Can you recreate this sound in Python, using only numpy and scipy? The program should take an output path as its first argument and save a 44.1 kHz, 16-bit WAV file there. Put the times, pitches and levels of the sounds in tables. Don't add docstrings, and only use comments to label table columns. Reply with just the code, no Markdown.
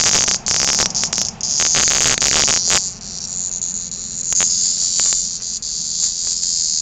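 import sys
import numpy as np
from scipy import signal
from scipy.fft import rfft, irfft
from scipy.io import wavfile

SR = 44100
rng = np.random.default_rng(int(sys.argv[2]) if len(sys.argv) > 2 else 0)


def waveform_to_disk(signal):
    frames = np.transpose(np.atleast_2d(signal))
    scaled = np.clip(frames, -1, 1) * 32767
    samples = np.round(scaled).astype(np.int16)
    wavfile.write(sys.argv[1], SR, samples)


def natural_amplitude(level_db):
    exponent = np.asarray(level_db, float) / 20
    return 10 ** exponent


N = 300321

# start in seconds, end in seconds, level over effort in dB,
# change over the last moment in dB.
BOUTS = [(0, .103, 3.5, -2), (0.112, 0.244, 4, 3.5), (.261, .36, 1.5, -3), (.463, .865, 0.5, -4),
         (0.903, .908, -3.5, -1.5), (0.947, 1.075, -0.5, -6), (1.125, 1.235, -2, -2), (1.249, 1.272, 0, -5),
         (1.284, 1.29, -2.5, -1.5), (1.407, 1.413, -2, -0.5), (1.431, 2.158, 1.5, -16),
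         (2.173, 2.184, -30, 0), (2.205, 2.99, -1.5, -3.5), (3.009, 3.194, 1.5, 2), (3.203, 3.259, -1, 3),
         (3.272, 3.496, -1, -3), (3.513, 3.599, -0.5, -10.5), (3.615, 3.733, 1, -12),
         (3.74, 3.894, -1.5, -7), (3.913, 4.215, 0.5, 2), (4.231, 4.33, -1.5, 7), (4.35, 5.576, -0.5, 2),
         (5.623, 6.81, -0.5, -5)]
# time in seconds, level in dB.
EFFORT = [(0, -20.5), (.36, -20), (1.3, -20), (1.5, -22.5), (1.6, -18.5), (2.06, -16), (2.57, -15.5),
          (2.77, -15), (2.88, -24), (2.94, -41.5), (3.2, -34.5), (3.4, -21.5), (4.1, -30.5), (4.4, -13.5),
          (4.55, -19.5), (5.06, -16.5), (5.4, -27), (6.81, -20.5)]
# time in seconds, cycles per second.
SPEED = [(0, 76), (.36, 66), (.85, 68), (1.22, 62), (1.45, 66), (1.6, 82), (1.75, 83), (1.9, 70),
         (2.45, 72), (2.55, 85), (2.9, 93), (3.4, 91), (3.7, 87.7), (4.5, 87.5), (5.1, 89.5), (5.85, 80.5),
         (6.4, 87.3), (6.81, 79)]
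# time in seconds, lag of the second tymbal in cycles,
# second tymbal in dB, later ribs in dB, unevenness in ms, gap between ribs in ms.
GAIT = [(0, .48, -1, -13, .5, 3), (.85, .48, -1, -14, .45, 2.9), (1.0, .46, -2, -13, .45, 3.2),
        (1.45, .47, -2, -9, .5, 3.3), (1.68, .45, -1, -10, .35, 3.1), (1.9, .48, -1, -12, .45, 3.3),
        (2.45, .48, -1, -12, .45, 3.3), (2.6, .45, -1, -15, .25, 2.6), (2.9, .46, -2, -14, .25, 2.6),
        (3.05, .41, -4, -11, .2, 2.2), (3.4, .41, -7, -18, .05, 2.4), (3.75, .41, -5, -16, .06, 2.4),
        (4.0, .4, -3, -13, .08, 2.4), (4.3, .36, -3, -12, .12, 2.5), (4.5, .31, -1, -9, .25, 3),
        (4.85, .37, -1, -8, .15, 3), (5.2, .39, -3, -11, .2, 2.3), (5.55, .38, -3, -12, .15, 2.3),
        (5.8, .37, -2, -10, .15, 2.3), (6.81, .37, -2.5, -8, .12, 2.4)]
BEATS = [2.6644, 2.8166, 2.8919, 2.9785, 3.0872, 3.1638, 3.1855, 3.2516, 3.3504, 3.4272, 3.4936, 3.5941,
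         3.6966, 3.7195, 3.8223, 3.8904, 3.9944, 4.0737, 4.1533, 4.2104, 4.5093, 4.5883, 4.6669, 4.7455,
         4.823, 4.9024, 4.9819, 5.0602, 5.1388, 5.2164, 5.2967, 5.3768, 5.4554, 5.5352, 5.5696, 5.7145,
         5.8011, 5.8904, 5.9757, 6.0622, 6.144, 6.2254, 6.3074, 6.3875, 6.4678, 6.5489, 6.6329, 6.7222,
         6.7985]
STRUGGLE = [.5222, .5287, .5376, .551, .5566, .571, .5797, .5864, .5956, 1.4641, 1.4817, 1.4965, 1.51,
            1.5382, 2.2915, 2.2985, 2.323, 2.5851, 2.618]
JUMPS_UP_EARLY = [0.0008, 0.0569, 0.0685, 0.0741, 0.0854, 0.1133, 0.1524, 0.1528, 0.155, 0.1595, 0.1597,
                  0.1655, 0.179, 0.1874, 0.1876, 0.2081, 0.2395, 0.2786, 0.2836, 0.512, 0.6011, 0.6166,
                  0.6308, 0.631, 0.6455, 0.6892, 0.7018, 0.7312, 0.8086, 0.8149, 1.1305, 1.1816, 1.2163,
                  1.6127, 1.6515, 1.7618, 1.767, 1.774, 1.7744, 1.8037, 1.8355, 1.8361, 1.8788, 1.8793,
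                  1.9045, 1.9117, 1.9345, 1.9488]
JUMPS_UP_LATE = [1.9541, 1.9832, 2.0059, 2.0063, 2.0124, 2.032, 2.0571, 2.0575, 2.0751, 2.0755, 2.0822,
                 2.0828, 2.0963, 2.0967, 2.1163, 2.1249, 2.1255, 2.1329, 2.1789, 2.1793, 2.219, 2.227,
                 2.2695, 2.2698, 2.2834, 2.2839, 2.33, 2.3306, 2.3568, 2.357, 2.3622, 2.3691, 2.3825,
                 2.3876, 2.3951, 2.3954, 2.4218, 2.4224, 2.437, 2.4373, 2.478, 2.4862, 2.4931, 2.4933,
                 2.5005, 2.527, 2.5388, 2.5628, 2.5738, 2.7038, 2.7356, 2.747, 2.7471, 2.7585, 2.769,
                 2.7751, 4.3261, 4.4284, 4.997]
JUMPS_DOWN_EARLY = [0.0122, 0.0378, 0.0628, 0.0796, 0.0928, 0.1333, 0.1461, 0.2225, 0.313, 0.3451, 0.4812,
                    0.5434, 0.5638, 0.6756, 0.7476, 0.7891, 0.8015, 0.8017, 0.828, 0.8282, 0.8588, 1.0363,
                    1.6001, 1.6248, 1.665, 1.7498, 1.7788, 1.786, 1.7866, 1.7976, 1.8112, 1.8287, 1.9197]
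JUMPS_DOWN_LATE = [1.9624, 1.9683, 2.0203, 2.0442, 2.0448, 2.0625, 2.0698, 2.1022, 2.1105, 2.1415, 2.2415,
                   2.256, 2.2613, 2.3132, 2.3136, 2.3433, 2.3695, 2.3756, 2.3958, 2.4022, 2.4087, 2.4867,
                   2.5073, 2.7148, 2.7251, 2.7318, 2.7541, 2.7545, 2.758, 2.7646, 2.7748, 4.4056, 4.4169,
                   5.128]
# time in seconds, upper ring in Hz, lower ring in Hz.
TUNING = [(0, 6486, 4935), (1.5, 6487, 5110), (2.1, 6533, 4770), (2.6, 6563, 4680), (2.75, 6902, 4770),
          (3.3, 7034, 4630), (3.55, 6800, 4410), (4.2, 6970, 4320), (4.38, 6795, 4960), (4.95, 7040, 4800),
          (5.6, 6770, 4760), (6.3, 6950, 4830), (6.81, 6660, 4710)]
# time in seconds, upper ring length in ms,
# lower ring length in ms, bare snap over lower ring in dB.
FREEDOM = [(0, 0.15, .2, -17), (1.5, 0.16, 0.16, -18.5), (2.1, 0.15, 0.16, -16.5), (2.75, .16, 0.18, -23),
           (3.2, 0.18, 0.17, -27), (3.4, 0.25, 0.16, -21), (4.2, 0.22, 0.21, -31), (4.45, 0.2, 0.14, -27),
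           (5.0, 0.18, 0.15, -19), (5.45, .16, 0.16, -24), (6.0, 0.17, 0.12, -28), (6.3, 0.14, .16, -20.5),
           (6.81, 0.14, 0.17, -34)]
# start in seconds, edge in Hz.
BODY_EDGES = [(0, 4250), (.9, 3900), (1.4, 4350), (2.779, 3650), (4.34, 3500), (5.44, 3600), (6.341, 3700)]
# start in seconds, middle ring over upper in dB, lower ring over upper in dB,
# near echo in dB, share cancelled by the carpet from 0 to 1.
POSTURES = [(0, -2.5, -5, -4, 0.4), (.4, -3, -4.5, -4.5, 0.04), (1.35, -6, -4.5, -4.5, 0.4),
            (1.6, -12.5, -7, -8, 0), (1.9, -8.5, -6.5, -9.5, 0.3), (2.2, -4.5, -4.5, -8, 0),
            (2.62, -5.5, -2.5, -11, 0.2), (2.788, -7, -6, -25.5, 0.5), (2.927, 4, 0, -14.5, 0.4),
            (3.0, 3, 1, -11.5, 0.7), (3.2, 6.5, 0.5, -4, 1), (3.27, -6, -8.5, -7.5, .9),
            (3.34, -12.5, -13.5, -16, 0.95), (3.8, -8, -8, -11, .9), (4.151, -12, -14, -14, .9),
            (4.34, -16, -11, -8.5, 0.2), (4.49, -12.5, -4.5, -4.5, 0), (4.771, -9, -4.5, -6, 0.4),
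            (5.051, -7.5, -7, -3.5, 0.2), (5.24, -8.5, -4, -5, 0.2), (5.43, -6, -2.5, -7, .4),
            (5.6, -11, -2.5, -4, 0), (6.08, -8.5, -3, -6.5, 0.2), (6.339, -17.5, -1.5, -5, 0)]
# time in seconds,
# time to and from the extreme in seconds, change in dB.
SWEEPS = [(0.121, 0.018, -2.5), (1.988, 0.014, -5), (2.621, 0.069, -11.5), (2.83, 0.025, -5),
          (4.24, 0.023, -2), (4.77, 0.066, -6.5), (4.919, 0.079, -5.5), (5.28, 0.087, -2.5),
          (5.396, 0.026, -19), (5.539, 0.02, 0.5), (6.038, 0.074, 9), (6.14, 0.11, -3.5), (6.289, 0.066, 4),
          (6.345, .012, -7), (6.405, 0.028, -6.5), (6.6, 0.26, 1.5), (3.63, 0.022, 3.5), (3.76, 0.05, 6),
          (4.492, 0.015, -6.5), (2.8, 0.025, -9.5), (0.853, 0.017, -13.5), (2.92, 0.023, 5.5),
          (2.865, .02, 2.5), (5.09, .04, 1), (3.97, 0.028, -4.5), (6.43, 0.019, 4)]
# time in seconds,
# time to and from the loudest in seconds, level in dB.
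RATTLES = [
    (4.51, .015, -52),
    (4.66, 0.061, -48.5),
    (4.83, 0.034, -47),
    (5.061, 0.058, -42.5),
    (5.41, 0.035, -48),
    (6.04, 0.073, -48),
    (6.29, 0.083, -48.5),
    (6.44, 0.027, -52),
]
# pitch in Hz, colour in dB per Hz.
AIR_COLOUR = [(12, -41.5), (20, -26), (48, -7), (187, -0.5), (227, 0), (293, -21), (356, -12), (481, -14.5),
              (823, -26.5), (957, -22.5), (1210, -22), (2030, -28.5), (2680, -23), (3050, -32), (3400, -37),
              (4420, -65), (7480, -120)]
# time in seconds, tyre roar in dB, drone over its steady level in dB.
VEHICLE = [(0, -43.5, 2), (.9, -40, 5), (1.6, -45, 1.5), (2.8, -50.5, 0), (3.6, -53.5, -1.5),
           (4.2, -67, -1), (5, -61, -3), (6, -63, -5.5), (6.81, -64, -6.5)]
# pitch in Hz, gain in dB.
INTAKE = [(7200, -1.5), (7500, -1), (7800, -11), (8000, -12)]
# pitch in Hz, gain in dB.
REBUILD = [(7000, 2), (7600, 1.5), (8000, -3.5), (8600, -16), (8900, -29.5), (9150, -44.5), (9400, -93)]
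# pitch in Hz, width in Hz.
NOTCHES = [(300, 41), (975, 60)]

SWELL_S = 0.0007
HARD_PEAK = 0.71


def read(rows, at):
    first, *columns = np.transpose(rows)
    return [np.interp(at, first, column) for column in columns]


def latest(starts, s):
    return (np.searchsorted(starts, s, "right") - 1).clip(0)


def passing(rows, s):
    return sum(peak * (1 - np.abs(s - at) / half_s).clip(0) for at, half_s, peak in rows)


def rms_one(x):
    return x / np.sqrt(np.mean(x ** 2) + 1e-20)


def band(x, edges_hz):
    return signal.sosfilt(signal.butter(2, edges_hz, "band", fs=SR, output="sos"), x)


def jumps():
    up = [(s, 1) for s in JUMPS_UP_EARLY + JUMPS_UP_LATE]
    down = [(s, -1) for s in JUMPS_DOWN_EARLY + JUMPS_DOWN_LATE]
    return np.array(sorted(up + down))


def hard_times():
    s = jumps()[:, 0]
    return s[np.diff(s, prepend=-1) > 0.0012]


def buckles():
    rows = []
    on_beat = [(s - SWELL_S, True) for s in BEATS]
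    either = [(s - SWELL_S, False) for s in np.r_[hard_times(), STRUGGLE]]
    marks = sorted(on_beat + either)
    for start, end, *_ in BOUTS:
        s, second = start + 0.001, 0
        luck = iter(rng.standard_normal((320, 4)).clip(-2, 2))
        while s < end:
            per_s, lag, second_db, ribs_db, uneven_ms, rib_ms = read(SPEED, s) + read(GAIT, s)
            z = next(luck)
            when = np.array([0, rib_ms / 1000]) + z[:2] * uneven_ms / 1000 * [0.7, 0.6]
            size = natural_amplitude([0, ribs_db + 4.5, second_db, second_db + ribs_db + 1.5])
            size = size * np.sqrt(SR / per_s / np.sum(size ** 2))
            opening_db = 0.5 * (s < start + 0.004) * np.array([1, 0])
            size = size[2 * second:][:2] * natural_amplitude(z[2:] * [1.1, 2.2] + opening_db)
            rows += [(s + w, a, uneven_ms) for w, a in zip(when, size) if s + w < end + 0.003]

            steps = np.roll([lag, 1 - lag], -second) / per_s
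            ahead = [mark for mark in marks if s + steps[0] / 2 < mark[0] < end]
            if ahead:
                mark, first_only = ahead[0]
                reach = np.cumsum(np.tile(steps, 60))
                wrong_tymbal = (np.arange(120) + second) % 2 == 0
                miss = np.abs(np.log((mark - s) / reach)) + first_only * 9 * wrong_tymbal
                steps = steps * (mark - s) / reach[miss.argmin()]
            s, second = s + steps[0], 1 - second
    return np.array(rows)


def voice(s):
    start, end, bout_db, fade_db = np.transpose(BOUTS)
    k = latest(start, s)
    fading = (1 - (end[k] - s) / 0.02).clip(0, 1)
    shade_db = passing(SWEEPS, s)
    since, middle_db, lower_db, *_ = np.transpose(POSTURES)
    p = latest(since, s)
    level_db = read(EFFORT, s)[0] + bout_db[k] + fade_db[k] * fading + shade_db
    return level_db, middle_db[p] - 0.89 * shade_db, lower_db[p] - 0.4 * shade_db


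def ring(s, level, hz, ms, wander):
    t = np.arange(300) / SR
    shape = (t / ms * 1000) ** 4 * np.exp(-t / ms * 1000)
    shape = shape / np.sqrt(np.sum(shape ** 2, axis=-1, keepdims=True) / 2)
    z = rng.standard_normal((len(s), 3)).clip(-2, 2) * wander[:, None]
    pitch = hz * (1 + 0.02 * z[:, 0])
    wave = np.sin(2 * np.pi * pitch[:, None] * t + 0.86 * z[:, 1:2]) * shape
    size = level * natural_amplitude(0.3 * z[:, 2])
    out = np.zeros(N + 600)
    np.add.at(out, (s * SR).astype(int)[:, None] + np.arange(300), wave * size[:, None])
    return out[:N]


def body_edge(x):
    t, out = np.arange(N) / SR, 0
    for (a, edge_hz), (b, _) in zip(BODY_EDGES, BODY_EDGES[1:] + [(np.inf, 0)]):
        high = signal.butter(3, edge_hz, "high", fs=SR, output="sos")
        out = out + signal.sosfilt(high, x * (t >= a) * (t < b) + 1e-18)
    return out


def wing_rattle(s, size, wander):
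    pressed = passing([(at, half_s, natural_amplitude(db)) for at, half_s, db in RATTLES], s)
    pressed = pressed * size * natural_amplitude(6 * rng.standard_normal(len(s)))
    return ring(s, pressed, 1700, 0.023, wander)


def cicada():
    s, size, uneven = buckles().T
    hard = hard_times() - SWELL_S
    keep = np.abs(s[:, None] - hard).min(axis=1) > 0.002
    s, size = np.r_[s[keep], hard].clip(0), size[keep]
    wander = 0.5 + np.r_[uneven[keep], hard * 0 + 0.5]
    level_db, middle_db, lower_db = voice(s)
    upper_hz, lower_hz = read(TUNING, s)
    upper_ms, lower_ms, snap_db = read(FREEDOM, s)
    level = natural_amplitude(level_db)
    level[:len(size)] *= size
    level[len(size):] = HARD_PEAK * 4

    upper = ring(s, level, upper_hz, upper_ms[:, None], wander)
    middle = ring(s, level * natural_amplitude(middle_db), 5645, 0.19, wander)
    lower = ring(s, level * natural_amplitude(lower_db), lower_hz, lower_ms[:, None], wander)
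    snap = ring(s, level * natural_amplitude(lower_db + snap_db), 3610, 0.1, wander)
    rattle = wing_rattle(s, np.r_[size, hard * 0], wander)
    return upper + middle + body_edge(lower) + snap + rattle


def carpet_dip(insect):
    dip_hz, width_hz = 5330, 300
    lost = insect - signal.lfilter(*signal.iirnotch(dip_hz, dip_hz / width_hz, SR), insect)
    since, *_, cancelled = np.transpose(POSTURES)
    return insect - lost * cancelled.clip(0, 1)[latest(since, np.arange(N) / SR)]


def echoes(x, t60_s, first_s):
    t = np.arange(SR // 2) / SR
    sparse = rng.random(len(t)) < 0.04 + 6 * t
    tail = rng.standard_normal(len(t)) * sparse * natural_amplitude(-60 * t / t60_s) * (t > first_s)
    return signal.fftconvolve(x, tail / np.sqrt(np.sum(tail ** 2)))[:N]


def near_echoes(insect):
    t, close = np.arange(N) / SR, 0
    for (a, *_, near_db, _), (b, *_) in zip(POSTURES, POSTURES[1:] + [(np.inf,)]):
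        part, near = insect * (t >= a) * (t < b), natural_amplitude(near_db)
        close = close + (part + near * echoes(part, 0.023, first_s=0.001)) / np.sqrt(1 + near ** 2)
    return close


def paw():
    t = np.arange(N) / SR - 2.675
    puff = rng.standard_normal(N) * np.exp(-t.clip(0) / 0.01) * (t > 0) + 1e-18
    return natural_amplitude(-15) * band(puff, (300, 840))


def traffic():
    hz = np.fft.rfftfreq(N, 1 / SR).clip(1)
    points = np.array(AIR_COLOUR)
    colour = natural_amplitude(np.interp(np.log(hz), np.log(points[:, 0]), points[:, 1])) + natural_amplitude(-29.5)
    air = rms_one(irfft(rfft(rng.standard_normal(N)) * colour, N))
    roar = rms_one(band(rng.standard_normal(N), [640, 980]))
    hum_hz, width_hz = 179, 34
    hum = rms_one(signal.lfilter(*signal.iirpeak(hum_hz, hum_hz / width_hz, SR), rng.standard_normal(N)))
    roar_db, drone_db = read(VEHICLE, np.arange(N) / SR)
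    return natural_amplitude(drone_db) * (natural_amplitude(-40) * air + natural_amplitude(-47) * hum) + natural_amplitude(roar_db) * roar


def breeze():
    return natural_amplitude(-49) * rms_one(band(rng.standard_normal(N), [22, 55]))


def scene():
    insect = carpet_dip(cicada())
    porch = natural_amplitude(-15) * echoes(insect, 0.18, first_s=0.006)
    return (near_echoes(insect) + porch + paw() + traffic() + breeze())[None]


def overflow(low, rate):
    for s, side in jumps():
        near = round(s * rate) + np.array([0, -1, 1])
        at = near[np.argmin(side * low[near])]
        low[at] = np.clip(low[at] + side * 1.3, -HARD_PEAK, HARD_PEAK)
    return low


def output_stage(x):
    knee, ceiling = 0.67, 1
    over, room = (np.abs(x) - knee).clip(0), ceiling - knee
    return x - np.sign(x) * (over - room * np.tanh(over / room))


def band_limit(x):
    return signal.sosfilt(signal.butter(12, 15900, fs=SR, output="sos"), x)


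def record(dry):
    low_rate, headroom = 16000, 0.7
    long = -(-N // 441) * 441
    short = long * low_rate // SR
    hz = np.fft.rfftfreq(long, 1 / SR)
    bent = dry[0] + 0.036 * dry[0] ** 2
    taken = (rfft(bent, long) * natural_amplitude(read(INTAKE, hz)[0]))[:short // 2 + 1]
    low = irfft(taken, short) * short / long
    low = headroom * np.tanh(low / headroom)
    low = overflow(low, low_rate)
    for notch_hz, width_hz in NOTCHES:
        low = signal.lfilter(*signal.iirnotch(notch_hz, notch_hz / width_hz, low_rate), low)
    half = rfft(low)
    mirrored = np.r_[half, np.conj(half[-2::-1])]
    rebuilt = mirrored * natural_amplitude(read(REBUILD, hz[:len(mirrored)])[0])
    full = irfft(rebuilt, long)[:N] * long / short
    return band_limit(output_stage(full)[None])


dry = scene()
out = record(dry)
waveform_to_disk(out)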